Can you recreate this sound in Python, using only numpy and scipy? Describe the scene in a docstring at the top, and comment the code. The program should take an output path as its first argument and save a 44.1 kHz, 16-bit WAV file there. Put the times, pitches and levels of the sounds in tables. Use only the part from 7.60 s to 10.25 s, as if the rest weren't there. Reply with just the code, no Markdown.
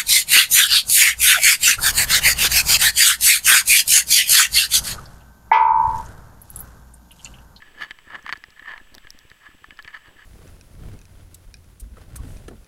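"""Fingers tick and rub on the small plastic case of a hand-held camera, right at its microphone.
The camera is slowly turned on a still, snowy morning near trees: the grip catches and slips,
the case rings, and the shifting hand rustles. A few drips snap close by. Underneath lie
soft low bumps, a faint hiss, a slow sway of air on the microphone and a thin electrical whine."""
import sys
import numpy as np
from scipy import signal
from scipy.fft import rfft, irfft
from scipy.io import wavfile
from scipy.ndimage import uniform_filter1d

SR = 44100
rng = np.random.default_rng(int(sys.argv[2]) if len(sys.argv) > 2 else 0)


def int16_out(signal):
    """Quantize to a 16-bit WAV file."""
    q = np.round(np.clip(np.atleast_2d(signal).T, -1, 1) * 32767)
    wavfile.write(sys.argv[1], SR, q.astype(np.int16))


N = 116865
T = np.arange(N) / SR
CONTACT_SKIRT_HZ = 1360  # width of the broad resonance that trims a finger contact's tone


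def grip_catches():
    """The grip catches: a gritty click pitched by the spot touched, a dull thud, then a short slip."""
    # start_s, level_db, contact_hz, slip_s, grit_hz, grit_db
    catches = [(.022, -31, 1900, 0.0073, 3100, -17), (0.21, -26.5, 1230, 0.0051, 4850, -20),
               (0.3089, -20, 1930, 0.0016, 3010, -7), (0.3146, -31.5, 1850, 0.0024, 3070, -6),
               (0.3878, -32, 2000, 0.0012, 3030, -9), (0.5594, -27, 1620, 0.0046, 3100, -27),
               (.6642, -20.5, 1140, 0.0027, 3380, -19), (0.6797, -24, 1920, 0.0056, 4600, -23),
               (0.6926, -17.5, 1140, 0.012, 2350, -9.5), (0.7256, -10, 1910, 0.0037, 4420, -14.5),
               (0.7322, -18.5, 1260, 0.0066, 4470, -16.5), (0.7561, -32.5, 1680, 0.018, 3100, -28),
               (.839, -25.5, 1820, 0.0036, 4620, -10), (0.995, -33, 1750, 0.0034, 3050, -6.5),
               (1.0825, -29, 1700, 0.012, 3100, -29), (1.1189, -27, 1620, 0.0031, 3070, -27),
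               (1.1784, -28.5, 2060, 0.0034, 4170, -15.5), (1.4706, -33.5, 1780, 0.0049, 3070, -5),
               (1.7154, -32.5, 1760, 0.0012, 3120, -28), (2.043, -29, 1200, 0.0035, 3000, -41),
               (2.1072, -28.5, 2100, 0.0035, 2950, -8), (2.1904, -26, 1385, 0.012, 3120, -12),
               (2.2468, -33, 2400, 0.007, 3200, -3), (2.2769, -27, 1900, 0.01, 4490, -8.5)]
    ring_db, slip_db, thud_db = -2, -13, -19
    thud_s, grit_s, slip_rise_s = 0.00015, 0.00048, 0.00035
    out, t = np.zeros(N), T[:SR // 16]
    click = signal.unit_impulse(len(t))
    ring = peak_one(plastic_case(click))
    thud = peak_one(cut(t * np.exp(-t / thud_s), 136, "high", order=1))
    for start_s, level_db, contact_hz, slip_s, grit_hz, grit_db in catches:
        contact = peak_one(contact_tone(click, contact_hz, width_hz=270))
        burst = rng.standard_normal(len(t)) * t * np.exp(-t / grit_s)
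        grit = peak_one(contact_tone(burst, grit_hz, width_hz=220, skirt_hz=5200))
        slip_envelope = np.exp(-(t / slip_s) ** 4) * (1 - np.exp(-t / slip_rise_s))
        slip = plastic_case(friction_grains(len(t)) * slip_envelope)
        slip /= np.sqrt(np.sum(slip ** 2) / (slip_s * SR) + 1e-20)  # rms of one over the slip
        tick = peak_one(contact + from_db(ring_db) * ring)
        tick += from_db(grit_db) * grit + from_db(thud_db) * thud
        add(out, start_s, from_db(level_db) * (tick + from_db(slip_db) * slip))
    return out


def finger_rubs():
    """Friction swells and dies with each slide; the resting grip never quite falls silent."""
    # fingers sliding on the case: peak_s, level_db, rise_s, fall_s, treble_db, contact_hz
    slides = [(.075, -63.5, 0.14, .084, 14.5, 2960), (0.223, -30, 0.011, .013, 11, 1890),
              (.229, -43.5, 0.042, 0.052, 4, 1250), (.519, -35.5, 0.031, 0.018, -6, 1280),
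              (0.554, -27.5, 0.015, 0.0084, -17, 1020), (0.591, -36.5, 0.0043, 0.0039, -12, 1170),
              (0.673, -39.5, 0.025, 0.033, -7, 1980), (0.969, -50.5, 0.0079, 0.072, -3, 1850),
              (1.091, -32, 0.027, 0.019, -17, 1810), (1.132, -38, 0.03, 0.042, -18, 960),
              (1.449, -46.5, 0.018, 0.0029, 1, 1410), (1.86, -47, 0.035, 0.042, 1, 1240),
              (2.307, -40.5, 0.027, 0.0036, 2, 2260), (2.347, -34.5, 0.01, 0.025, -2.5, 1800),
              (2.48, -46.5, .029, 0.014, 4.5, 1200), (2.604, -45.5, 0.026, 0.071, -2.5, 1760)]
    flutter_db, grip_flutter_db, contact_db, resting_db = 3.7, 4.0, -9.5, -62
    flutter = from_db(flutter_db * drift(rate_hz=95))
    friction, skin = friction_grains(N) * flutter, friction_grains(N) * flutter
    dull = cut(friction, 2560, "low", order=1)
    treble = friction - dull
    force, contacts = 0, 0
    for peak_s, level_db, rise_s, fall_s, treble_db, contact_hz in slides:
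        pressure = from_db(level_db) * swell(peak_s, rise_s, fall_s)
        force += pressure * (dull + from_db(treble_db) * treble)
        contacts += pressure * rms_one(contact_tone(skin, contact_hz, width_hz=225))
    sliding = plastic_case(force) / np.std(plastic_case(friction))
    grip = friction_grains(N) * from_db(grip_flutter_db * drift(rate_hz=56))
    resting = rms_one(plastic_case(grip))
    return sliding + from_db(contact_db) * contacts + from_db(resting_db) * resting


def plastic_case(force):
    """The case rings in its modes and carries a little bass straight to the microphone."""
    # pitch_hz, width_hz, level_db
    modes = [(1090, 165, -7), (1287, 128, -0.5), (1730, 104, 11.5), (1870, 300, -15.5), (2930, 200, -3.5),
             (4440, 250, -10.5), (6420, 680, -17.5), (13200, 5800, -10.5)]
    low_hz, top_hz, bass_hz, bass_db = 776, 3490, 553, -22.5
    ringing = sum(from_db(db) * resonance(force, hz, width_hz) for hz, width_hz, db in modes)
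    bass = cut(cut(force, bass_hz, "low"), 80, "high", order=1)
    return cut(cut(ringing, low_hz, "high"), top_hz, "low") + from_db(bass_db) * bass


def contact_tone(force, hz, width_hz, skirt_hz=CONTACT_SKIRT_HZ):
    """The touched spot rings at one pitch; a second, broad resonance steepens the skirts."""
    return resonance(resonance(force, hz, width_hz), hz, skirt_hz)


def friction_grains(size, grains_per_s=6000, spread_db=1):
    """Skin on plastic: dense clicks of uneven strength."""
    strength = from_db(spread_db * np.minimum(rng.exponential(1, size), 4))
    polarity = rng.choice([-1, 1], size)
    return rms_one(strength * polarity * (rng.random(size) < grains_per_s / SR))


def hand_rustles():
    """Muffled friction of the shifting hand."""
    # peak_s, level_db, half_length_s
    shifts = [(0.097, -58.5, 0.046), (0.217, -49.5, 0.035), (0.552, -48, 0.035), (1.355, -49.5, 0.016),
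              (2.512, -57.5, 0.055)]
    muffled = cut(friction_grains(N), 750, "low")
    friction = rms_one(cut(muffled, 69, "high", order=1))
    return friction * sum(from_db(db) * swell(peak_s, half_s, half_s) for peak_s, db, half_s in shifts)


def drips():
    """Each drip lands close by: a snap with its own pitch and brightness, and a tiny splash."""
    # start_s, peak_db, pitch_hz, dulled_above_hz
    drops = [(0.626, -43, 6240, 6000), (.773, -38, 4960, 2000), (.9051, -38.5, 5030, 2000),
             (1.3434, -34.5, 4300, 8000), (1.35, -27, 4900, 15100), (1.3815, -29, 3630, 1500),
             (1.5048, -23.5, 5200, 8800), (1.5894, -34.5, 5050, 4500), (1.7007, -36.5, 4100, 1600),
             (2.173, -41.5, 4970, 1500), (2.2254, -35, 4130, 9000)]
    # resonances common to all drips: pitch_hz, width_hz, level_db
    modes = [(1800, 300, -8), (3420, 870, -12.5), (10100, 3400, -16), (15100, 1900, -11.5)]
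    splash_s, splash_db = 0.0015, -15.5
    out, t = np.zeros(N), T[:SR // 32]
    for start_s, peak_db, pitch_hz, dulled_above_hz in drops:
        splash = from_db(splash_db) * rng.standard_normal(len(t)) * np.exp(-t / splash_s)
        force = cut(signal.unit_impulse(len(t)) + splash, dulled_above_hz, "low", order=1)
        snap = resonance(force, pitch_hz, width_hz=900)
        ring = sum((-1) ** k * from_db(db) * resonance(force, hz, width_hz)
                   for k, (hz, width_hz, db) in enumerate(modes))
        add(out, start_s, from_db(peak_db) * peak_one(snap + ring))
    return out


def low_bumps():
    """Each soft bump is two rounded pushes a few milliseconds apart."""
    # start_s, peak_db
    bumps = [(.161, -46.5), (.310, -46), (0.472, -42), (0.644, -40.5), (.706, -46), (0.741, -43.5),
             (0.776, -43.5), (0.884, -42.5), (1.019, -43.5), (1.212, -42), (1.321, -43), (1.373, -40.5),
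             (1.449, -43.5), (1.547, -43), (1.651, -42.5), (1.716, -43), (1.889, -43.5), (1.947, -42.5),
             (2.022, -46.5), (2.086, -43), (2.122, -43.5), (2.253, -41), (2.483, -41), (2.561, -44)]
    width_s = 0.00047
    gaps_s = 0.00321 * rng.uniform(0.58, 1.25, len(bumps))
    out, t = np.zeros(N), T[:SR // 32]
    for (start_s, peak_db), gap_s in zip(bumps, gaps_s):
        first, second = t / width_s, np.maximum(t - gap_s, 0) / width_s
        pushes = first ** 2 * np.exp(-first) + second ** 2 * np.exp(-second)
        add(out, start_s, -from_db(peak_db) * peak_one(pushes))
    return out


def hiss(level_db=-58):
    """A faint, even bed of coloured noise."""
    # frequency_hz, relative_db
    spectrum = [(60, 0), (110, -3.5), (750, -11), (1500, -8.5), (2350, -5.5), (3050, -2.5), (4100, -16),
                (7300, -19.5), (16000, -22)]
    hz, db = np.transpose(spectrum)
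    bins_hz = np.fft.rfftfreq(N, 1 / SR)
    colour = from_db(np.interp(np.log(bins_hz + 1), np.log(hz), db))
    return from_db(level_db) * rms_one(irfft(rfft(rng.standard_normal(N)) * colour, N))


def air_sway():
    """Air sways slowly against the microphone."""
    # time_s, level_db
    levels = [(0, -54), (.9, -60), (1.2, -52), (1.52, -48), (1.8, -65), (2.17, -51), (2.65, -60)]
    return from_db(np.interp(T, *np.transpose(levels))) * drift(rate_hz=13)


def electrical_whine(jumps_per_s=30, jump_s=0.002):
    """The camera's thin whine and its octave; the lower tone jumps half a cycle at a steady rate."""
    # pitch_hz, rms_db
    tones = [(7735.5, -72), (15471, -83)]
    jumps = np.pi * uniform_filter1d(np.floor(T * jumps_per_s), size=int(jump_s * SR))
    return sum(from_db(db) * np.sqrt(2) * np.sin(2 * np.pi * hz * T + harmonic * jumps)
               for harmonic, (hz, db) in enumerate(tones, start=1))


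def swell(peak_s, rise_s, fall_s, roundness=1.19):
    """A stroke that builds to its peak and dies away."""
    return np.exp(-np.maximum((peak_s - T) / rise_s, (T - peak_s) / fall_s) ** roundness)


def drift(rate_hz):
    """Random wander below the given rate, with an rms of one."""
    return rms_one(cut(rng.standard_normal(N + SR), rate_hz, "low")[SR:])


def resonance(x, hz, width_hz):
    """One resonance with a gain of one at its peak."""
    radius = np.exp(-np.pi * width_hz / SR)
    feedback = [1, -2 * radius * np.cos(2 * np.pi * hz / SR), radius ** 2]
    return signal.lfilter(np.array([1, 0, -1]) * (1 - radius ** 2) / 2, feedback, x + 1e-18)


def cut(x, hz, kind, order=2):
    """Low- or high-pass."""
    return signal.sosfilt(signal.butter(order, min(hz, .45 * SR), kind, fs=SR, output="sos"), x)


def from_db(db):
    """Decibels to gain."""
    return 10 ** (np.asarray(db) / 20)


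def rms_one(x):
    """Scale to an rms of one."""
    return x / np.sqrt(np.mean(x ** 2) + 1e-20)


def peak_one(x):
    """Scale to a peak of one."""
    return x / np.abs(x).max()


def add(out, start_s, sound):
    """Mix a short sound in at its time."""
    start = max(int(start_s * SR), 0)
    out[start:start + len(sound)] += sound[:max(N - start, 0)]


def scene():
    """Everything reaches one microphone, dry."""
    handling = grip_catches() + finger_rubs() + hand_rustles()
    return (handling + drips() + low_bumps() + hiss() + air_sway() + electrical_whine())[None]


def record(dry):
    """The top is cut steeply."""
    cutoff_hz = 15900
    return signal.sosfilt(signal.ellip(10, .1, 70, cutoff_hz, fs=SR, output="sos"), dry)


dry = scene()
out = record(dry)
int16_out(out)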